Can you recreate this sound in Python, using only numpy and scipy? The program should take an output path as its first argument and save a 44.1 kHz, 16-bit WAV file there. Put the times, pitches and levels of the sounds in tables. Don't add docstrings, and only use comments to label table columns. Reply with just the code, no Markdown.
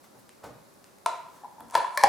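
import sys
import numpy as np
from scipy import signal
from scipy.fft import rfft, irfft, next_fast_len
from scipy.io import wavfile
from scipy.ndimage import uniform_filter1d

SR = 44100
rng = np.random.default_rng(int(sys.argv[2]) if len(sys.argv) > 2 else 0)


def ratio(d):
    e = np.asarray(d, float) / 20
    return 10 ** e


def materialize(psi):
    bounded = np.clip(np.atleast_2d(psi).T, -1, 1)
    quanta = np.round(bounded * 32767).astype(np.int16)
    wavfile.write(sys.argv[1], SR, quanta)


N = 91816

# pitch_hz [Hz], relative_db [dB per Hz]
FLOOR_COLOUR = [(12, -40.5), (20, -22.5), (184, 1.5), (314, 0.5), (342, -1.5), (393, 3.5), (428, -3.5),
                (551, 1.5), (634, -2.5), (794, -3), (1280, -6.5), (2970, -19.5), (3520, -17.5),
                (4050, -15.5), (11500, -19.5), (15200, -22), (16500, -36)]
# pitch_hz [Hz], likeness [0 to 1]
FLOOR_LIKENESS = [(60, 0), (180, 0.12), (550, 0.061), (1650, 0), (4970, 0.41), (15000, 0.36)]
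# pitch_hz [Hz], level_db [dB]
WHINES = [(11000, -77.5)]
# peak_s [s], level_db [dB], rise_s [s], t60_s [s], brightness [dB per octave]
SCUFFS = [(0.043, -54.5, 0.007, 0.12, 5), (0.162, -58, 0.032, 0.17, 0.5), (0.198, -60, 0.022, 0.12, 8),
          (0.443, -40.5, 0.0067, 0.19, 2), (0.464, -50, 0.0059, 0.55, -3.5), (1.37, -57.5, 0.09, .15, 4.5),
          (1.60, -55, .006, 0.73, 0), (1.753, -25.5, 0.00083, 0.02, 4), (2.04, -25.5, 0.0043, .04, 3)]
# pitch_hz [Hz], relative_db [dB per Hz]
BOARD_COLOUR = [(24, -57), (40, -18), (130, 0), (180, -6.5), (243, -3), (329, -6), (363, -12), (503, -4.5),
                (542, -5.5), (965, -6), (2570, -28.5), (7730, -35), (16000, -45)]
# start_s [s], level_db [dB], brightness [dB per octave]
TICKS = [(0.292, -36.5, -2.5), (0.7385, -46.5, 10), (0.842, -37, -2), (0.9844, -43.5, 4), (1.061, -16, -1),
         (1.6045, -39, 24), (1.684, -45, 8), (1.699, -39, -2), (1.709, -35.5, 4), (1.743, -23.5, -6.5),
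         (1.7525, -14, -17), (1.7634, -23.5, -3), (1.7762, -26.5, 19), (1.9754, -12.5, 18.5),
         (2.013, -24, -6), (2.0274, -34, 3), (2.0363, -9, -1)]
# pitch_hz [Hz], relative_db [dB]
TICK_COLOUR = [(800, -1), (2500, 3), (3600, -4.5), (9000, 1), (14000, -12), (16500, -39.5)]
# start_s [s], hollow_db [dB], hollow_pitch_hz [Hz], walls_db [dB], strip_db [dB]
KNOCKS = [(1.0601, -20, 934, -21, -76), (1.435, -41.5, 817, -75, -74), (1.445, -38, 971, -60, -76),
          (1.452, -40.5, 854, -59, -79), (1.582, -45, 882, -79, -71), (1.598, -42, 885, -69, -78),
          (1.606, -50.5, 897, -46, -52.5), (1.738, -56, 920, -36, -51), (1.7519, -13, 925, -16.5, -19),
          (1.775, -19, 980, -53, -63), (1.845, -24, 980, -52, -57), (1.9746, -25, 1090, -31.5, -19),
          (2.0295, -24, 900, -40, -36), (2.0365, -13, 808, -15.5, -13.5),
          (2.0403, -14.5, 830, -28.5, -19.5), (2.048, -23, 814, -34, -51)]
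# pitch_hz [Hz], width_hz [Hz], level_db [dB]
WALL_MODES = [(690, 40, -5), (1030, 55, 4), (1340, 80, -1), (2360, 150, -10), (3420, 130, -13),
              (3970, 150, -12), (4770, 160, -18), (5390, 300, -17), (6900, 400, -19), (8580, 500, -18),
              (10100, 500, -21)]
# pitch_hz [Hz], width_hz [Hz], level_db [dB]
STRIP_MODES = [(588, 42, -7.5), (1736, 89, 2), (2330, 127, -3), (2830, 120, -50), (4340, 320, -5.5),
               (4850, 160, -7), (5400, 880, 0), (8200, 1500, -7), (8610, 1500, -39), (10230, 410, -5),
               (14600, 600, -12)]
# time_s [s], level_db [dB]
SLIDE_LEVEL = [(1.36, -68), (1.43, -55.5), (1.5, -86), (1.62, -67), (1.69, -60), (1.723, -49), (1.745, -35),
               (1.80, -40), (1.9, -51), (1.96, -44.5), (2.0, -40.5), (2.035, -43.5), (2.08, -41)]
# pitch_hz [Hz], t60_s [s]
ROOM_DECAY = [(100, 0.29), (500, 0.44), (1000, 0.69), (2500, 0.64), (6000, 0.44), (15000, 0.38)]
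# pitch_hz [Hz], level_db [dB over the direct sound]
ROOM_LEVEL = [(100, -2.5), (500, 2), (1000, -5.5), (2500, -0.5), (6000, -3.5), (15000, -13.5)]
# delay_s [s], level_db [dB]
ECHOES = [(.011, -12), (.024, -22), (.0315, -15.5)]

FLOOR_DB, WHINE_WIDTH_HZ = -59, 120
TICK_TRIM_DB, TICK_LAG_S, TICK_T60_S = -5, .0008, .006
HOLLOW_SWELL_S, HOLLOW_START = .0032, .35
MODE_SCATTER_DB = 3
CATCHES_PER_S, SLIDE_HOLLOW_HZ = 1900, 980
SLIDE_STRIP_DB, SLIDE_WALLS_DB, SLIDE_HISS_DB = -11.5, -6, -14
ROOM_SIDE_DB, ROOM_DELAY_S = -7, .003
LEFT_OVER_RIGHT_DB = 2
RADIATES_ABOVE_HZ = 426
ECHO_TOP_HZ = 1880


def unit(x):
    return x / np.sqrt(np.mean(x ** 2) + 1e-20)


def along(points, hz):
    point_hz, value = np.transpose(points)
    return np.interp(np.log(hz + 1), np.log(point_hz + 1), value)


def filtered(x, response):
    size = next_fast_len(x.shape[-1] + 8192)
    spectrum = rfft(x, size) * response(np.fft.rfftfreq(size, 1 / SR))
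    return irfft(spectrum, size)[..., :x.shape[-1]]


def add(track, start_s, sound):
    spot = track[..., round(start_s * SR):][..., :sound.shape[-1]]
    spot += sound[..., :spot.shape[-1]]


def room(x):
    hz, t, tail = signal.stft(rng.standard_normal((2, SR * 3 // 4)), SR, nperseg=256)
    t60 = along(ROOM_DECAY, hz)[:, None]
    tail = tail * ratio(along(ROOM_LEVEL, hz)[:, None] - 60 * t / t60)
    tail = tail / np.sqrt(t60 * SR / np.log(1e6))
    mid, side = signal.istft(tail, SR, nperseg=256)[1] * ratio([[0], [ROOM_SIDE_DB]])
    wet = signal.fftconvolve(x[None], np.array([mid + side, mid - side]), axes=1)
    return np.pad(wet, ((0, 0), (round(ROOM_DELAY_S * SR), 0)))


def without_bass(x):
    return signal.sosfilt(signal.butter(4, RADIATES_ABOVE_HZ, "high", fs=SR, output="sos"), x)


def placed(track, start_s, sound, to_room=None):
    direct = without_bass(sound)
    add(track, start_s, direct * ratio([[LEFT_OVER_RIGHT_DB / 2], [-LEFT_OVER_RIGHT_DB / 2]]))
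    dull = filtered(direct, lambda hz: 1 / (1 + 1j * hz / ECHO_TOP_HZ) ** 2)
    for delay_s, level_db in ECHOES:
        add(track, start_s + delay_s, ratio(level_db) * dull[None])
    add(track, start_s, room(direct if to_room is None else without_bass(to_room)))


def room_tone():
    cells = signal.stft(rng.standard_normal((2, N + 512)), nperseg=512)[2]
    patches = uniform_filter1d(rng.standard_normal(cells.shape[1:]), size=8, axis=0)
    patches = uniform_filter1d(patches, size=10, axis=1)
    patch_db = 0.27
    pair = signal.istft(cells * ratio(patch_db * unit(patches)), nperseg=512)[1][:, :N]

    def mid_side_colour(hz):
        angle = np.arccos(np.clip(along(FLOOR_LIKENESS, hz), -1, 1)) / 2
        return ratio(along(FLOOR_COLOUR, hz)) * np.array([np.cos(angle), np.sin(angle)])

    mid, side = filtered(pair, mid_side_colour)
    whine = np.zeros(N)
    for pitch_hz, level_db in WHINES:
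        narrow = filtered(rng.standard_normal(N),
                          lambda hz: 1 / (1 + (2 * (hz - pitch_hz) / WHINE_WIDTH_HZ) ** 2))
        whine += ratio(level_db) * unit(narrow)
    return ratio(FLOOR_DB) * np.array([mid + side, mid - side]) / np.std(mid) + whine


def scuffs():
    out, t = np.zeros(N), np.arange(N) / SR
    for peak_s, level_db, rise_s, t60_s, brightness in SCUFFS:
        rise = np.exp(np.minimum(t - peak_s, 0) / rise_s)
        fall = ratio(-60 * np.maximum(t - peak_s, 0) / t60_s)

        def colour(hz):
            return ratio(along(BOARD_COLOUR, hz) + brightness * np.log2(np.maximum(hz, 140) / 500))

        noise = unit(filtered(rng.standard_normal(N), colour))
        out += ratio(level_db) * rise * fall * noise
    return out + room(out)[:, :N]


def ticks():
    out, t = np.zeros((2, N)), np.arange(SR // 50) / SR
    for start_s, level_db, brightness in TICKS:
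        def colour(hz):
            return ratio(along(TICK_COLOUR, hz) + brightness * np.log2(np.maximum(hz, 3600) / 6000))

        noise = unit(filtered(rng.standard_normal(len(t)), colour))
        near = ratio(level_db + TICK_TRIM_DB - 60 * t / TICK_T60_S) * noise
        click = np.zeros(len(t))
        click[64] = 1
        far = filtered(click, colour)
        far = far * np.linalg.norm(near) / np.linalg.norm(far)
        placed(out, start_s + TICK_LAG_S, near, to_room=far)
    return out


def hollow(pitch_hz, t):
    u = t / HOLLOW_SWELL_S
    return (HOLLOW_START + u) * np.exp(1 - u) * np.sin(2 * np.pi * pitch_hz * t)


def ring(modes, t):
    out = np.zeros(len(t))
    sign = -1
    for pitch_hz, width_hz, level_db in modes:
        level = ratio(level_db + MODE_SCATTER_DB * rng.standard_normal())
        decay = np.exp(-np.pi * width_hz * t)
        out += sign * level * decay * np.sin(2 * np.pi * pitch_hz * t)
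        sign = -sign
    return out


def knocks():
    out, t = np.zeros((2, N)), np.arange(SR // 10) / SR
    for start_s, hollow_db, hollow_pitch_hz, walls_db, strip_db in KNOCKS:
        air = -ratio(hollow_db) * hollow(hollow_pitch_hz, t)
        walls = ratio(walls_db) * ring(WALL_MODES, t)
        strip = ratio(strip_db) * ring(STRIP_MODES, t)
        placed(out, start_s, air + walls + strip)
    return out


def slide():
    out, t = np.zeros((2, N)), np.arange(SR // 10) / SR
    catches = unit((rng.random(N) < CATCHES_PER_S / SR) * rng.standard_normal(N))
    level_db = np.interp(np.arange(N) / SR, *np.transpose(SLIDE_LEVEL), left=-200)
    catches = catches * ratio(level_db)
    parts = [(hollow(SLIDE_HOLLOW_HZ, t), 0), (ring(STRIP_MODES, t), SLIDE_STRIP_DB),
             (ring(WALL_MODES, t), SLIDE_WALLS_DB)]
    body = sum(ratio(part_db) * x / np.linalg.norm(x) for x, part_db in parts)
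    hiss = filtered(catches, lambda hz: ratio(SLIDE_HISS_DB + along(TICK_COLOUR, hz)))
    placed(out, 0, signal.fftconvolve(catches, body)[:N] + hiss)
    return out


def scene():
    return room_tone() + scuffs() + ticks() + knocks() + slide()


def top_cut(x):
    return signal.sosfilt(signal.butter(12, 16650, fs=SR, output="sos"), x)


def record(dry):
    return top_cut(dry)


dry = scene()
out = record(dry)
materialize(out)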